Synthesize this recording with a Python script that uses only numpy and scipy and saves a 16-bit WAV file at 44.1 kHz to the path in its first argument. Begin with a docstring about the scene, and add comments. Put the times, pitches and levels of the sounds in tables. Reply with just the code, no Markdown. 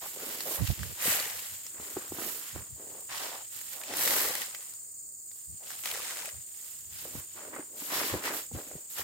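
"""Three flung handfuls of fertilizer granules patter on leaves and soil, each shower thinning to single hits.
Someone walking through a plantation scoops them from a carried container, whose hollow rings.
Plants brush past, soles scuff, steps and the container knock, air puffs on the microphone ports.
Cicadas buzz all around with their pulsing tymbals."""
import sys
import numpy as np
from scipy import signal
from scipy.fft import rfft, irfft, next_fast_len
from scipy.io import wavfile
from scipy.ndimage import map_coordinates

SR = 44100
rng = np.random.default_rng(int(sys.argv[2]) if len(sys.argv) > 2 else 0)


def pcm_store(signal):
    """Save signal as 16-bit PCM."""
    levels = np.round(np.clip(np.atleast_2d(signal), -1, 1) * 32767)
    wavfile.write(sys.argv[1], SR, levels.astype(np.int16).T)


N = 398223
T = np.arange(N) / SR

# Spectrum of sliding leaves and fine spray. Each row: frequency in Hz, level in dB.
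SWISH_COLOUR = [(2500, -16.5), (5500, -10.5), (8000, -2.5), (10000, -4), (12500, 2.5), (16000, -2.5)]


def amp(db):
    """Decibels to gain."""
    return 10 ** (np.asarray(db) / 20)


def unit(x):
    """Scale to rms 1."""
    return x / np.sqrt(np.mean(x ** 2) + 1e-20)


def wobble(rate_hz, n=N):
    """Smooth random curve, rate_hz knots a second."""
    knots = rng.standard_normal(int(n * rate_hz / SR) + 4)
    coarse = map_coordinates(knots, [np.arange(0, n + 32, 32) * rate_hz / SR])
    return np.interp(np.arange(n), np.arange(len(coarse)) * 32, coarse)


def filtered(x, response):
    """Apply a response given as a function of Hz."""
    n = x.shape[-1]
    size = next_fast_len(n + 4096, True)
    return irfft(rfft(x, size) * response(np.fft.rfftfreq(size, 1 / SR)), size)[..., :n]


def coloured(x, points):
    """Shape x by (Hz, dB) points, at rms 1."""
    points_hz, db = np.transpose(points)
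    return unit(filtered(x, lambda hz: amp(np.interp(np.log(hz + 1), np.log(points_hz), db))))


def resonance(hz, centre_hz, q):
    """Response of one damped mode."""
    damping = 1j * hz * centre_hz / q
    return damping / (centre_hz ** 2 - hz ** 2 + damping)


def add(out, start_s, x):
    """Mix x into out."""
    i = max(round(start_s * SR), 0)
    out[:, i:i + x.shape[-1]] += x[..., :max(N - i, 0)]


def stroke(rise_s, fade_s, shape, hold_s=0):
    """Time from the peak and envelope: rise, hold, 20 dB down in fade_s. Shape 1 is even, 2 lingers."""
    t = np.arange(-rise_s, hold_s + fade_s * 2.5 ** (1 / shape), 1 / SR)
    rise = np.cos(np.pi / 2 * np.minimum(t, 0) / rise_s) ** 2
    return t, rise * amp(-20 * (np.maximum(t - hold_s, 0) / fade_s) ** shape)


def grains(hits_per_s, spread_db, ring_s, clump_db, surfaces=24):
    """Stereo stream of tiny impacts at even power; each surface has its own ring and direction."""
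    n, t = len(hits_per_s), np.arange(400) / SR
    chance = np.clip(hits_per_s * amp(clump_db * wobble(110, n)) / SR, 0, 1)
    at = np.flatnonzero(rng.random(n) < chance)
    sizes = amp(spread_db * np.minimum(rng.standard_normal(len(at)), 2)) / np.sqrt(hits_per_s[at])
    hits = np.zeros((surfaces, n))
    hits[rng.integers(surfaces, size=len(at)), at] = sizes * rng.choice([-1, 1], len(at))
    out = np.zeros((2, n))
    for train, side in zip(hits, np.linspace(-1, 1, surfaces)):
        ring = unit(rng.standard_normal(len(t)) * np.exp(-t / ring_s))
        sound = signal.oaconvolve(train, ring)[:n]
        lag = round(side * .00014 * SR)  # the nearer port hears it first and louder
        out += np.array([np.roll(sound, -lag), np.roll(sound, lag)]) * amp([[2 * side], [-2 * side]])
    return out


def scattered(call, wet_db, t60_s):
    """A distant call reaches each port directly and by many paths through the foliage."""
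    t = np.arange(SR // 4) / SR
    paths = rng.standard_normal((2, len(t))) * amp(-60 * t / t60_s)
    paths *= amp(wet_db) / np.linalg.norm(paths[0])
    paths[:, 0] += 1
    return unit(signal.oaconvolve(call[None], paths, axes=1)[:, :N])


def chorus_and_air():
    """Far cicadas merge into a band and its octave, over faint outdoor air."""
    # Spectra. Each row: frequency in Hz, level in dB.
    chorus_colour = [(3800, -54), (4400, -18), (6100, -21), (6550, -10.5), (7100, -2), (7600, 2),
                     (7850, -2), (8800, -4), (9000, -23), (9250, -26), (11000, -20.5), (12700, -25),
                     (13500, -8.5), (15500, -9), (16000, -26.5)]
    air_colour = [(25, -23), (60, -5.5), (100, 6.5), (170, -3.5), (400, -4), (800, -12), (1900, -16.5),
                  (3200, -22), (9000, -18), (16000, -27)]
    chorus = coloured(rng.standard_normal((2, N)) * amp(1.4 * wobble(90)), chorus_colour)
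    air = coloured(rng.standard_normal(N) + 2.1 * rng.standard_normal((2, N)), air_colour)
    return amp(-46 + 1.2 * wobble(1.3)) * chorus + amp(-66.5 + 2 * wobble(4.9)) * air


def shrill_cicada(pulse_hz=72.5):
    """A narrow whistle, chopped by the tymbal."""
    # Course of the call. Each row: time in seconds, pitch in Hz, level in dB.
    course = [(0, 8880, -55.5), (1.8, 8880, -53.5), (3.4, 8860, -53), (5.1, 8850, -52.5), (6.2, 8800, -51),
              (6.8, 8870, -53.5), (7.5, 8790, -55), (8.2, 8700, -57), (9.03, 8500, -59)]
    times_s, pitches_hz, levels_db = np.transpose(course)
    cycle = np.cumsum(pulse_hz * (1 + .012 * wobble(4))) / SR % 1
    pitch_hz = np.interp(T, times_s, pitches_hz) + 200 * (.5 - cycle) + 55 * wobble(180)
    phase = 2 * np.pi * np.cumsum(pitch_hz) / SR
    call = np.sin(np.pi * cycle) ** 2 * np.sin(phase) * amp(1.5 * wobble(25))
    heard = scattered(call, wet_db=-2, t60_s=.06)
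    return amp(np.interp(T, times_s, levels_db)) * amp([[-2], [1.8]]) * heard


def sweeping_cicada(pulse_hz=101.7):
    """Each tymbal pulse glides down in pitch; one in five is nearly silent."""
    pulses = np.cumsum(pulse_hz * (1 + .006 * wobble(3))) / SR
    cycle = pulses % 1
    strength = np.array([.1, .55, 1, 1, .7])[pulses.astype(int) % 5] * amp(2 * wobble(60))
    phase = 2 * np.pi * np.cumsum(7650 - 1300 * cycle + 80 * wobble(150)) / SR
    call = strength * np.sin(np.pi * cycle) * (np.sin(phase) + .16 * np.sin(2 * phase))
    heard = scattered(call, wet_db=-4, t60_s=.035)
    return amp(-53.5 + .55 * wobble(1.67)) * heard


def air_puffs():
    """Arm swings and footfalls push eddies over each port."""
    # Each row: peak time in seconds, half-width in seconds, left and right level in dB.
    puffs = [(0.627, .024, -58, -19.5), (0.708, 0.02, -50, -18.5), (0.818, 0.027, -46, -29.5),
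             (0.89, 0.052, -60, -38.5), (1.1, .03, -45, -51), (1.37, 0.025, -73, -52),
             (1.536, .035, -73, -49.5), (1.82, 0.029, -66.5, -50), (1.97, 0.036, -57, -55),
             (2.128, 0.021, -48, -47), (2.567, 0.026, -52, -36), (2.611, 0.018, -44, -45),
             (2.733, 0.04, -45, -55.5), (5.523, 0.034, -43.5, -68), (6.371, .04, -68.5, -45.5),
             (6.946, 0.16, -54.5, -72.5), (7.178, 0.04, -41.5, -52), (8.149, 0.021, -34.5, -34),
             (8.555, .022, -34.5, -33), (8.757, 0.018, -47, -47), (9.009, 0.025, -51, -50)]
    eddy_colour = [(25, -30), (50, -7), (75, 5.5), (140, -1.5), (230, -14.5), (400, -30), (1200, -44)]
    out = np.zeros((2, N))
    for peak_s, width_s, left_db, right_db in puffs:
        t = np.arange(-3 * width_s, 3 * width_s, 1 / SR)
        swell = np.exp(-(t / width_s) ** 2)
        stir = rng.standard_normal(len(t)) + .67 * rng.standard_normal((2, len(t)))
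        eddy = np.array([unit(port * swell) for port in coloured(stir, eddy_colour)])
        add(out, peak_s + t[0], amp([[left_db], [right_db]]) * eddy * np.std(swell))
    return out


def sole_scuffs():
    """Soles grind the soil and crush dry litter."""
    # Each row: peak time, rise and 20 dB fade in seconds, soil and litter level in dB.
    scuffs = [ (0.26, .12, .28, -63, -53), (0.58, .12, .1, -59, -49), (0.8, .12, .3, -56, -60),
              (1.88, .22, .13, -54, -53), (1.975, .03, .18, -53, -50), (2.23, .14, .2, -46, -48),
              (2.45, .1, .25, -70, -55), (2.57, .04, .14, -55, -54), (3.93, .09, .25, -45.5, -50),
              (4.17, .2, .25, -44.5, -41), (6.18, .12, .12, -59, -55), (7.08, .08, .22, -55, -60),
              (7.17, .05, .08, -58, -53), (7.375, .045, .17, -58, -53), (7.45, .1, .09, -49.5, -55),
              (7.56, .07, .1, -46.5, -46), (7.76, .12, .26, -56, -66), (7.98, .14, .27, -42, -38),
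              (8.145, .05, .14, -43, -44), (8.26, .05, .08, -43, -36), (8.315, .025, .12, -42, -42),
              (8.575, .04, .08, -44, -50), (8.7, .11, .2, -55, -61), (9.0, .06, .05, -54, -44), ]
    # Spectra. Each row: frequency in Hz, level in dB.
    soil_colour = [(60, -22), (150, -12), (300, 2.5), (600, 0), (950, -13.5), (2000, -25)]
    litter_colour = [(350, -20), (700, -6.5), (1000, -0.5), (1400, -1), (1850, -3.5), (2500, -7),
                     (4500, -30)]
    out = np.zeros((2, N))
    for peak_s, rise_s, fade_s, soil_db, litter_db in scuffs:
        t, weight = stroke(rise_s, fade_s, shape=1.7)
        hits_per_s = np.full(len(t), 1000.)
        soil = coloured(grains(hits_per_s, spread_db=4.5, ring_s=.0014, clump_db=3), soil_colour)
        litter = coloured(grains(hits_per_s, spread_db=3.5, ring_s=.0011, clump_db=3.5), litter_colour)
        add(out, peak_s + t[0], weight * (amp(soil_db) * soil + amp(litter_db) * litter))
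    return out


def dull_knocks():
    """Steps and load strike a heavily damped body with two modes; grit rattles around the contact."""
    # Each row: time in seconds, level in dB, lower mode in Hz.
    knocks = [(0.027, -38, 497), (0.468, -33, 430), (0.577, -37, 692), (0.603, -29, 151), (0.698, -29, 190),
              (1.076, -27, 234), (1.795, -37, 288), (1.964, -23.5, 352), (2.117, -28.5, 315),
              (2.182, -27, 314), (2.217, -32, 355), (2.557, -30, 278), (7.05, -31.5, 440),
              (7.149, -32, 171), (7.563, -30, 622), (7.59, -31.5, 297), (7.817, -36.5, 299),
              (8.136, -21.5, 436), (8.146, -26, 328), (8.274, -25.5, 935), (8.511, -36.5, 217),
              (8.546, -28.5, 213), (8.583, -34, 455), (8.71, -34, 568), (8.75, -33, 151),
              (8.991, -33.5, 453)]
    out, t = np.zeros((2, N)), np.arange(-SR // 50, SR // 10) / SR
    for time_s, db, mode_hz in knocks:
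        rattle = rng.standard_normal(len(t)) + .41 * rng.standard_normal((2, len(t)))
        push = (t == 0) + .053 * rattle * np.exp(np.minimum(t / .0024, -t / .007))
        body = lambda hz: resonance(hz, mode_hz, q=2.5) - .13 * resonance(hz, 3.62 * mode_hz, q=1.8)
        knock = filtered(push, lambda hz: body(hz) / (1 + 1j * hz / 2200) ** 2)
        add(out, time_s + t[0] + .00409, amp(db - .5) * knock / np.abs(knock).max())
    return out


def brushed_plants(ease_s=.1):
    """Stems crackle and leaves slide along the walker's side; a harder push snaps more stems."""
    # Each row: peak time, rise and 20 dB fade in seconds, crackle, swish and left minus right in dB.
    brushes = [ (0.02, .02, .5, -52.5, -44.5, -4), (0.32, .19, .4, -48, -42, -5),
               (0.54, .15, .1, -46, -36, -5), (0.68, .1, .14, -45.5, -41.5, 0),
               (0.83, .14, .42, -51, -46.5, -1.5), (1.42, .24, .32, -51, -44.5, -2),
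               (1.66, .06, .22, -62, -56, -5), (1.83, .07, .12, -55.5, -51, -2),
               (1.97, .25, .38, -55, -47, -1), (2.27, .21, .26, -48.5, -39, -7.5),
               (2.49, .16, .24, -54, -48.5, -8), (2.94, .3, .26, -64.5, -56, -3),
               (3.11, .03, .2, -49.5, -58, -9), (3.19, .12, .3, -44, -47, -11),
               (3.56, .08, .24, -53, -47.5, -10), (3.73, .12, .2, -54, -47.5, -12),
               (3.93, .13, .12, -46, -54, -2), (4.41, .1, .12, -45, -46, 0), (4.67, .2, .14, -61, -53, 0),
               (5.4, .2, .2, -72, -55.5, -7), (5.72, .14, .12, -51, -47.5, 0), (5.8, .04, .1, -57, -44, -1),
               (6.37, .05, .12, -62, -56, 0), (6.68, .3, .26, -60.5, -49.5, -8),
               (7.0, .14, .22, -53, -45.5, -4), (7.17, .09, .11, -55.5, -47, -9),
               (7.38, .2, .25, -59.5, -57, -4), (7.85, .14, .2, -51, -41, 1), (7.97, .1, .28, -38, -36, -1),
               (8.08, .05, .07, -50, -40, -3), (8.26, .05, .1, -41.5, -44, -10),
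               (8.36, .07, .11, -45.5, -38, -5), (8.56, .06, .31, -56.5, -50, -3),
               (8.91, .025, .12, -60, -43.5, -3), (9.0, .07, .05, -43.5, -38.5, -2), ]
    # Spells of walking, with a light rustle. Each row: start and end in seconds.
    walks = [(0, 4.7), (5.6, 9.03)]
    power = np.zeros((3, N))
    for peak_s, rise_s, fade_s, crackle_db, swish_db, pan_db in brushes:
        t, push = stroke(rise_s, fade_s, shape=1.7)
        gains = amp([[crackle_db], [swish_db + pan_db / 2], [swish_db - pan_db / 2]])
        add(power, peak_s + t[0], (push * gains) ** 2)
    moving = sum(np.clip(np.minimum(T - start, end - T) / ease_s + 1, 0, 1) for start, end in walks)
    bending = np.sqrt(power[0] + moving * amp(-70) ** 2)
    sliding = np.sqrt(power[1:] + moving * amp(-62) ** 2)
    hits_per_s = 1500 + 3500 * bending * amp(48)
    # Spectrum of the stems. Each row: frequency in Hz, level in dB.
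    crackle_colour = [(400, -14), (1200, -3.5), (1900, -.5), (2800, 0.5), (4300, 1.5), (6000, -1),
                      (9000, -3.5), (12000, -8.5)]
    crackle = coloured(grains(hits_per_s, spread_db=2, ring_s=.0011, clump_db=2.5), crackle_colour)
    swish = coloured(grains(1.5 * hits_per_s, spread_db=2.5, ring_s=.00028, clump_db=3), SWISH_COLOUR)
    return amp(5) * bending * crackle + amp(3) * sliding * swish


def hand_scoops(sink_octaves_per_s=.9):
    """A hand digs in the granules; the hollow round it rings lower as it goes deeper."""
    # Each row: peak time, rise and 20 dB fade in seconds, level in dB, ring at the peak in Hz.
    scoops = [ (0.036, .03, .06, -46, 800), (0.23, .16, .4, -49.5, 430), (0.475, .04, .17, -44, 520),
              (0.6, .04, .06, -51, 700), (2.81, .07, .25, -54, 420), (2.97, .1, .1, -55, 540),
              (3.11, .03, .24, -45.5, 1230), (3.25, .08, .13, -45, 700), (3.33, .025, .11, -45, 830),
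              (3.79, .1, .17, -54, 700), (3.91, .06, .22, -47, 570), (5.62, .03, .12, -59, 590),
              (5.72, .04, .08, -57, 990), ]
    out, bands_hz = np.zeros((2, N)), np.geomspace(280, 1500, num=7)
    for peak_s, rise_s, fade_s, db, ring_hz in scoops:
        t, push = stroke(rise_s, fade_s, shape=1.8)
        rub = grains(np.full(len(t), 1100.), spread_db=0, ring_s=.00091, clump_db=3.5)
        glide_hz = ring_hz * 2 ** (-sink_octaves_per_s * t)
        hollow = np.zeros_like(rub)
        for band_hz, weights in zip(bands_hz, np.eye(len(bands_hz))):  # crossfade along the glide
            band = lambda hz: resonance(hz, band_hz, q=1.85) * resonance(hz, .94 * band_hz, q=.15)
            hollow += np.interp(glide_hz, bands_hz, weights) * unit(filtered(rub, band))
        add(out, peak_s + t[0], push * amp(db + 1.5) * unit(hollow))
    return out


def leaf_ticks():
    """A granule or twig strikes a near leaf: a bright snap and a very short ring."""
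    # Each row: start in seconds, level in dB, ring in Hz, share of the snap in dB.
    ticks = [(0.406, -20, 4800, -19), (0.5584, -23.5, 1860, -5), (0.6749, -21, 2400, -13),
             (0.7921, -27.5, 1960, -10), (0.832, -25, 1700, -22), (1.1992, -19, 4600, -21),
             (1.2256, -22.5, 2440, -16), (1.2554, -22.5, 1900, -17), (1.2994, -26.5, 1960, -17),
             (1.3924, -25.5, 2800, -8), (1.6661, -29, 5600, -19), (3.612, -30, 1700, -20),
             (3.7324, -27.5, 2660, -5), (3.8144, -27.5, 1830, -19), (3.836, -28, 2440, -18),
             (3.9374, -23, 1890, -14), (3.9694, -16, 1150, -4), (3.9834, -19, 3330, -3),
             (4.0257, -15.5, 1100, -12), (4.0754, -15.5, 1980, -18), (4.1066, -16, 1990, -8),
             (4.353, -14.5, 1850, -8), (4.418, -18.5, 1900, -21), (4.5481, -24.5, 2400, -14),
             (4.6074, -30, 4000, -4), (4.6284, -30, 4000, -1), (4.7374, -28.5, 5990, -3),
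             (5.3146, -40, 4400, -11), (5.705, -27, 1720, -12), (5.8364, -26, 2770, -13),
             (5.8576, -19, 1080, -16), (5.8734, -23, 2360, -17), (5.9014, -25, 2730, -6),
             (5.914, -19, 2730, -11), (5.9411, -26, 1720, -20), (5.9484, -25, 1730, -20),
             (6.108, -26, 1800, -19), (6.1709, -26, 1600, -16), (6.2572, -23.5, 2330, -6),
             (6.2901, -26, 1880, -20), (8.3454, -26, 1850, -7)]
    out, t = np.zeros((2, N)), np.arange(SR // 30) / SR
    decay = np.exp(-t / .0015) + .28 * np.exp(-t / .011)
    for start_s, db, ring_hz, snap_db in ticks:
        crack = (rng.standard_normal(len(t)) + rng.standard_normal((2, len(t)))) * decay
        blade = lambda hz: (resonance(hz, ring_hz, q=5.5) + .5) * resonance(hz, 3060, q=.34)
        leaf = filtered(crack, blade)
        snap = filtered(crack * np.exp(-t / .002), lambda hz: resonance(hz, 10500, q=1.3))
        share = min(amp(snap_db), .95)
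        tick = (1 - share) * leaf / np.abs(leaf).max() + share * snap / np.abs(snap).max()
        add(out, start_s, amp(db + 1.5) * tick)
    return out


def leaf_taps(n, taps_per_s=260, centre_hz=1100, span_octaves=2.6, decay_cycles=3.6):
    """Heavier granules drum on broad leaves; each leaf rings briefly at its own pitch."""
    out, t = np.zeros((2, n + SR // 50)), np.arange(SR // 50) / SR
    for place, pitch, size, side in rng.random((int(taps_per_s * n / SR), 4)):
        hz = centre_hz * 2 ** (span_octaves * (pitch - .5))
        tap = amp(14 * size) * np.sin(2 * np.pi * hz * t) * np.exp(-t * hz / decay_cycles)
        i = int(place * n)
        out[:, i:i + len(t)] += np.sqrt([[1.5 - side], [.5 + side]]) * tap
    return unit(out[:, :n])


def handfuls():
    """A dense shower of granules thins as it bounces down through the leaves."""
    # Each row: time of full shower, rise and hold in seconds, thinning over the hold in dB,
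    # 20 dB fade in seconds, patter and fine spray level in dB.
    throws = [(1.095, .145, .015, 0, .32, -33.5, -30.5), (4.03, .12, .19, .5, .34, -35, -32),
              (5.86, .04, .42, 4.5, .1, -42, -44)]
    # Spectrum of the coarse grains. Each row: frequency in Hz, level in dB.
    patter_colour = [(60, -35), (200, -19), (330, -12), (550, -8.5), (1200, -2), (1900, 1), (2500, 2),
                     (4000, -0.5), (6000, -1), (9000, -2.5), (12000, -19)]
    out = np.zeros((2, N))
    for peak_s, rise_s, hold_s, thinning_db, fade_s, patter_db, spray_db in throws:
        t, flow = stroke(rise_s, fade_s, shape=1.05, hold_s=hold_s)
        flow *= amp(-thinning_db * np.clip(t / hold_s, 0, 1))
        hits_per_s = 900 + 2400 * flow * amp(patter_db + 44)
        coarse = grains(hits_per_s, spread_db=4.6, ring_s=.00083, clump_db=2)
        fine = grains(1.6 * hits_per_s, spread_db=4.5, ring_s=.00033, clump_db=2.5)
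        patter = flow * amp(patter_db + 3) * coloured(coarse, patter_colour)
        spray = flow ** 1.25 * amp(spray_db + 5) * coloured(fine, SWISH_COLOUR)  # comes and goes faster
        # Capped: a thicker shower does not make single taps louder.
        taps = np.minimum(flow * amp(patter_db - 8), amp(-43)) * leaf_taps(len(t))
        add(out, peak_s + t[0], patter + spray + taps)
    return out


def scene():
    """The work close by, the insects around it."""
    work = handfuls() + brushed_plants() + hand_scoops() + sole_scuffs() + dull_knocks() + leaf_ticks()
    return work + air_puffs() + sweeping_cicada() + shrill_cicada() + chorus_and_air()


def record(dry):
    """The microphone rings faintly near 2 kHz, sheds the deepest bass and cuts off at its band limit."""
    bass_hz, top_hz = 52., 15900
    housing = filtered(dry, lambda hz: 1 + .46 * resonance(hz, 1930, q=12.5))
    return filtered(housing, lambda hz: (hz < top_hz) * hz ** 3 / np.sqrt(hz ** 6 + bass_hz ** 6))


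dry = scene()
out = record(dry)
pcm_store(out)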